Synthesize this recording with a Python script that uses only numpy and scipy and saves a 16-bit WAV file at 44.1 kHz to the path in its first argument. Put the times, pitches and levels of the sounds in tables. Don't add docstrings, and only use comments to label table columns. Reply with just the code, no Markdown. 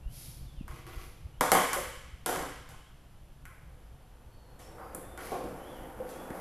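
import sys
import numpy as np
from scipy import signal
from scipy.fft import rfft, irfft
from scipy.io import wavfile

SR = 44100
rng = np.random.default_rng(int(sys.argv[2]) if len(sys.argv) > 2 else 0)


def transcribe(u):
    v = np.clip(np.atleast_2d(u).T, -1, 1)
    q = np.round(v * 32767).astype(np.int16)
    wavfile.write(sys.argv[1], SR, q)


N = 282543
TIME = np.arange(N) / SR


def amp(db):
    return 10 ** (np.asarray(db) / 20)


def unit(x):
    return x / np.sqrt(np.mean(x ** 2) + 1e-20)


def read(points, hz):
    point_hz, value = np.transpose(points)
    return np.interp(np.log(hz + 1), np.log(point_hz + 1), value)


def add(mix, start_s, sound):
    part = mix[max(round(start_s * SR), 0):][:len(sound)]
    part += sound[:len(part)]


def colour(x, spectrum, size=8192):
    hz = abs(np.fft.fftfreq(size, 1 / SR))
    log_gain = np.log(amp(read(spectrum, hz)))
    response = np.exp(np.conj(signal.hilbert(log_gain)))
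    taps = np.fft.ifft(response).real[:size // 2]
    return signal.oaconvolve(x, taps)[:len(x)]


def wander(rate_hz):
    hz = np.fft.rfftfreq(N, 1 / SR)
    return unit(irfft(rfft(rng.standard_normal(N)) * np.exp(-(hz / rate_hz) ** 2), N))


def room_air():
    # frequency in Hz, relative density in dB.
    spectrum = [(100, 2.5), (400, -1.5), (750, -0.5), (1400, -6), (2300, -11.5), (3100, -9.5), (4000, -15),
                (7000, -19), (12000, -21), (14000, -19)]
    return amp(-62) * unit(colour(rng.standard_normal(N), spectrum))


def draught_and_knock(gust_db=-43.5, calm_db=-52.5, settle_s=2.65, bump_half_cycles=0.5):
    # frequency in Hz, relative density in dB.
    spectrum = [(10, -2.5), (25, 3), (42, -3), (57, 5), (76, -7), (130, -4.5), (200, -18), (320, -24),
                (700, -44), (2000, -84.5)]
    # centre in seconds, peak in dB, frequency in Hz. The knock is at 0.612 s.
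    bumps = [(0.07, -26, 42.3), (0.587, -31, 44.6), (.612, -28, 183), (0.708, -32, 53.3), (0.976, -33, 48),
             (1.26, -30, 69), (2.142, -33, 54.4)]
    gust = amp(calm_db + (gust_db - calm_db) * np.exp(-TIME / settle_s))
    out = gust * unit(colour(rng.standard_normal(N), spectrum) * amp(1.8 * wander(19)))
    t = np.arange(-SR // 16, SR // 16) / SR
    for centre_s, db, hz in bumps:
        envelope = amp(db) * np.exp(-(t * hz / bump_half_cycles) ** 2)
        add(out, centre_s + t[0], envelope * np.cos(2 * np.pi * hz * t))
    return out


def birds_and_squeak(warble_hz=5.8):
    # start and length in seconds, first and last pitch in Hz,
    # warble depth as a share of the pitch, relative level in dB. The squeak is at 4.597 s.
    glides = [(0.014, .13, 2640, 3200, 0.0097, -68), (0.461, 0.061, 3690, 3350, 0.0056, -63),
              (0.554, .08, 3344, 2290, 0, -65), (1.321, 0.1, 2780, 3440, 0.014, -70),
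              (2.793, 0.1, 2924, 3332, 0.0081, -66), (4.283, 0.29, 4500, 4240, 0, -73),
              (4.597, 0.12, 5460, 5440, 0.0056, -65), (4.78, 0.18, 4836, 4818, 0.0079, -73),
              (5.006, 0.153, 3556, 3550, 0.0036, -67), (5.571, .32, 3280, 3116, .08, -61.5),
              (6.127, .12, 3265, 3470, 0, -64)]
    out = np.zeros(N)
    waver = 0.011 * wander(130)
    for start_s, length_s, first_hz, last_hz, depth, db in glides:
        t = np.arange(int(length_s * SR)) / SR
        warble = 1 - depth * np.sin(2 * np.pi * warble_hz * t)
        glide_hz = np.linspace(first_hz, last_hz, len(t)) * warble
        for delay_s, path_db in [(0, 0.5), (0.013, -4.5), (0.035, -19)]:
            hz = glide_hz * (1 + np.roll(waver, rng.integers(N))[:len(t)])
            envelope = amp(db + path_db) * signal.windows.tukey(len(t), 0.4)
            add(out, start_s + delay_s, envelope * np.sin(2 * np.pi * np.cumsum(hz) / SR))
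    return out


def stroke_pressure(strokes, attack_s, release_s):
    pressure = np.zeros(N)
    for start_s, length_s, db in strokes:
        t = TIME - start_s
        rise = np.clip(np.minimum(t, length_s) / attack_s, 0, 1)
        fall = np.exp(-np.maximum(t - length_s, 0) / release_s)
        pressure += amp(db) * rise * fall
    return pressure


def friction(spectrum, grains_per_s, spread_db, waver_db, waver_hz):
    sizes = amp(spread_db * np.minimum(rng.exponential(1, N), 4)) * rng.choice([-1, 1], N)
    grains = sizes * (rng.random(N) < grains_per_s / SR)
    return unit(colour(grains, spectrum) * amp(waver_db * wander(waver_hz)))


def swishes():
    # start and length in seconds, relative level in dB.
    strokes = [(.08, 0.18, -49.5), (.97, 0.059, -53), (5.17, 0.089, -49), (5.55, 0.21, -66),
               (6.04, 0.059, -56), (6.3, 0.12, -58)]
    # frequency in Hz, relative density in dB.
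    tape = [(1000, -10), (1900, -4), (2250, 3.5), (2800, -0.5), (4900, 6.5), (6500, 3), (7800, 0),
            (10500, 6), (13500, 3)]
    pressure = stroke_pressure(strokes, attack_s=0.1, release_s=0.083)
    return pressure * friction(tape, grains_per_s=10000, spread_db=3.5, waver_db=0.5, waver_hz=30.2)


def scrapes():
    # start and length in seconds, relative level in dB.
    strokes = [(.67, 0.12, -51.5), (.86, .17, -50.5), (5.17, 0.19, -49)]
    # frequency in Hz, relative density in dB.
    grit = [(150, -16), (350, 4.5), (550, -3.5), (1150, -3.5), (1800, -6.5), (2300, -3), (3800, -11.5),
            (6000, -14), (8000, -19), (14000, -17)]
    pressure = stroke_pressure(strokes, attack_s=0.017, release_s=0.045)
    rasp = pressure * friction(grit, grains_per_s=5000, spread_db=4, waver_db=2, waver_hz=44)
    singing = signal.oaconvolve(rasp, deck_ring(centre_hz=1100, spread_oct=1.3))[:N]
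    return amp(-2) * rasp + amp(-6.5) * np.std(rasp) * unit(singing)


def deck_ring(centre_hz, spread_oct):
    # frequency in Hz, relative level in dB, T60 in seconds.
    modes = [(165, -3.5, 0.087), (228, -10, 0.069), (282, -1, 0.061), (373, -2, 0.045), (488.2, -3.5, 0.13),
             (525, -9, 0.14), (604, -1.5, 0.054), (706, -4.5, 0.032), (755, -3.5, 0.094), (894, 0.5, 0.025),
             (1074, 1, 0.033), (1086, 5, 0.02), (1290, 0.5, 0.022), (1492, -2, 0.031), (1644, -5.5, 0.049),
             (1970, 7, 0.0078), (2245, -3.5, 0.017), (3045, -1.5, 0.0084)]
    t = np.arange(SR // 4) / SR
    hz, db, t60_s = np.transpose(modes)[:, :, None]
    weight = amp(db) * np.exp(-0.5 * (np.log2(hz / centre_hz) / spread_oct) ** 2)
    detuned_hz = hz * (1 + 0.026 * rng.standard_normal(hz.shape))
    cycles = detuned_hz * t + rng.random(hz.shape)
    sound = (weight * np.exp(-np.log(1000) * t / t60_s) * np.sin(2 * np.pi * cycles)).sum(0)
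    sound *= 1 - np.exp(-t / 0.00029)
    return sound / np.sqrt(np.sum(sound ** 2) / (SR // 100))


def crack(spectrum, decay_s):
    t = np.arange(SR // 4) / SR
    burst = colour(rng.choice([-1., 1.], len(t)) * np.exp(-t / decay_s), spectrum)
    return burst / np.sqrt(np.sum(burst ** 2) / (SR // 333))


def contacts(ring_db, centre_hz, crack_db, chatter_s, second_wheel_s=0.004, rebound_s=0.033):
    # delay in seconds, ring gain, ring centre in Hz, crack gain.
    rows = [(0, amp(ring_db), centre_hz, amp(crack_db)),
            (second_wheel_s, amp(ring_db - 5), centre_hz, amp(crack_db - 10))]
    for delay_s in np.arange(rebound_s, chatter_s, rebound_s):
        fade = 1 - delay_s / chatter_s
        rows.append((delay_s, fade * amp(ring_db + 1), 0.93 * centre_hz, fade * amp(crack_db - 9.5)))
    return rows


def board_blows(paths=4):
    # start in seconds, ring level in dB, ring centre in Hz, ring spread in octaves,
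    # relative crack level in dB, hall send in dB, chatter length in seconds.
    blows = [(0.68, -48, 1380, 0.79, -49, -1, .06), (.867, -57, 1800, 1.1, -52, 1, 0),
             (1.4096, -21, 1100, 1.7, -22.5, 1, 0), (1.518, -18.5, 1110, 1.49, -16.5, 2.5, .095),
             (1.732, -33, 1410, 1, -25.5, 3, 0), (1.765, -30.5, 518, 0.36, -58, 1.5, 0),
             (2.2612, -31, 735, 1.8, -25, 4, 0.23), (2.69, -55.5, 1240, 1, -51, 7.5, .07),
             (3.454, -51, 1850, 0.58, -49.5, 3, 0.046), (4.592, -63.5, 910, 1.4, -54.5, 12, 0),
             (4.783, -46.5, 850, 0.66, -71, 7, .1), (4.951, -42.5, 250, 1.8, -47, 2.5, 0),
             (5.176, -45, 1602, 1.2, -45.5, 5, 0), (5.319, -31.5, 544, 0.67, -47, 4.5, 0.054),
             (5.44, -39, 340, 0.78, -55, 6, 0), (5.99, -40.5, 500, 0.28, -66, 8, 0),
             (6.091, -70, 702, 1.3, -47, 6.5, 0), (6.304, -47.5, 1770, 0.48, -51, 0.5, 0),
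             (6.306, -36, 190, 0.87, -75, -11, 0)]
    # frequency in Hz, relative density of the crack in dB.
    spectrum = [(300, -15.5), (1500, -1), (2500, -1), (3100, 0.5), (4000, -4), (5400, -1.5), (6400, -1.5),
                (7600, 1), (9000, -0.5), (14000, -2.5)]
    direct, sends = np.zeros(N), np.zeros((paths, N))
    for k, (start_s, ring_db, centre_hz, spread_oct, crack_db, hall_db, chatter_s) in enumerate(blows):
        hits = contacts(ring_db, centre_hz, crack_db, chatter_s)
        for path, (delay_s, ring_gain, hz, crack_gain) in enumerate(hits, k):
            deck = ring_gain * deck_ring(hz, spread_oct)
            direct_crack = crack_gain * amp(-1) * crack(spectrum, decay_s=0.0014)
            hall_crack = crack_gain * amp(-1.43) * crack(spectrum, decay_s=1 / SR)
            add(direct, start_s + delay_s, deck + direct_crack)
            add(sends[path % paths], start_s + delay_s, amp(hall_db) * (deck + hall_crack))
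    return direct, sends


def wheels():
    # time in seconds, relative level in dB.
    levels = [(2.3, -69), (3.3, -80), (3.75, -66), (4.4, -65), (4.8, -49), (5.1, -51.5), (5.3, -46),
              (5.9, -46.5), (6.41, -42.5)]
    # frequency in Hz, relative density in dB.
    roar = [(60, -20), (160, -7), (290, -5), (380, -6), (520, 0.5), (630, -6.5), (770, -4), (1050, -12),
            (1500, -14.5), (2400, -26), (4200, -40), (8000, -35.5), (14000, -30.5)]
    gain = amp(np.interp(TIME, *np.transpose(levels)))
    return gain * friction(roar, grains_per_s=7000, spread_db=2, waver_db=0.8, waver_hz=40)


def add_truck_snap(direct, send):
    # start in seconds, level in dB.
    snaps = [(4.948, -34)]
    # frequency in Hz, relative density in dB.
    steel = [(2000, -4), (4000, -31), (6500, -12), (7400, 0), (8500, -1), (10300, 4), (11400, -7),
             (12500, 3), (14000, -6)]
    for start_s, db in snaps:
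        add(direct, start_s, amp(db) * crack(steel, decay_s=0.0027))
        add(send, start_s, amp(db - 3) * crack(steel, decay_s=1 / SR))


def hall(x, build_up_s=0.0027):
    # frequency in Hz, T60 in seconds.
    decay_times = [(100, 0.97), (300, 0.59), (700, 0.53), (1400, 0.86), (2800, 1.25), (5500, 0.96),
                   (9000, 0.71), (14000, 0.54)]
    # delay in seconds, level in dB.
    echoes = [(.0042, -18), (.009, -14), (.028, -12.5), (.034, -19), (.042, -16.5), (.066, -22)]
    hz, t, bands = signal.stft(rng.standard_normal(2 * SR), SR, nperseg=256)
    decay = np.exp(-np.log(1000) * t / read(decay_times, hz)[:, None])
    swell = 1 - np.exp(-t / build_up_s)
    response = signal.istft(bands * decay * swell, SR, nperseg=256)[1]
    response *= amp(0.18) / np.linalg.norm(response)
    dull_pulse = signal.windows.hann(9)
    for delay_s, db in echoes:
        add(response, delay_s, amp(db) * dull_pulse / dull_pulse.sum())
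    return signal.fftconvolve(x, response)[:N]


def scatter(x, size=64):
    taps = rng.choice([-1., 1.], size) / np.sqrt(size)
    return signal.oaconvolve(x, taps)[:N]


def scene():
    # frequency in Hz, side gain in dB.
    width = [(100, -78), (2800, -85), (4000, -56), (6000, -10.5), (9000, -4), (13000, -4.5)]
    direct, sends = board_blows()
    add_truck_snap(direct, sends[0])
    rubbing = wheels() + scrapes() + swishes()
    thin_tones = birds_and_squeak()
    direct += amp(-1) * rubbing + amp(-0.5) * thin_tones
    sends[0] += amp(-3.5) * rubbing + amp(-5) * thin_tones
    mid_air, side_air = room_air(), room_air()
    mid_hall, side_hall = [sum(hall(send) for send in sends) for _ in range(2)]
    mid = direct + mid_hall + mid_air + draught_and_knock()
    side = colour(amp(-13) * scatter(direct) + side_hall + amp(2) * side_air, width)
    return np.array([mid + side, mid - side])


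def record(dry, cutoff_hz=14450):
    # frequency in Hz, gain in dB.
    response = [(9000, -1.5), (10200, 2.5), (11400, 4.5), (12500, 0), (14300, -6.5)]
    coloured = np.array([colour(channel, response) for channel in dry])
    lowpass = signal.firwin(511, cutoff_hz, window=("kaiser", 9), fs=SR)
    return signal.oaconvolve(coloured, lowpass[None], "same", axes=1)


dry = scene()
out = record(dry)
transcribe(out)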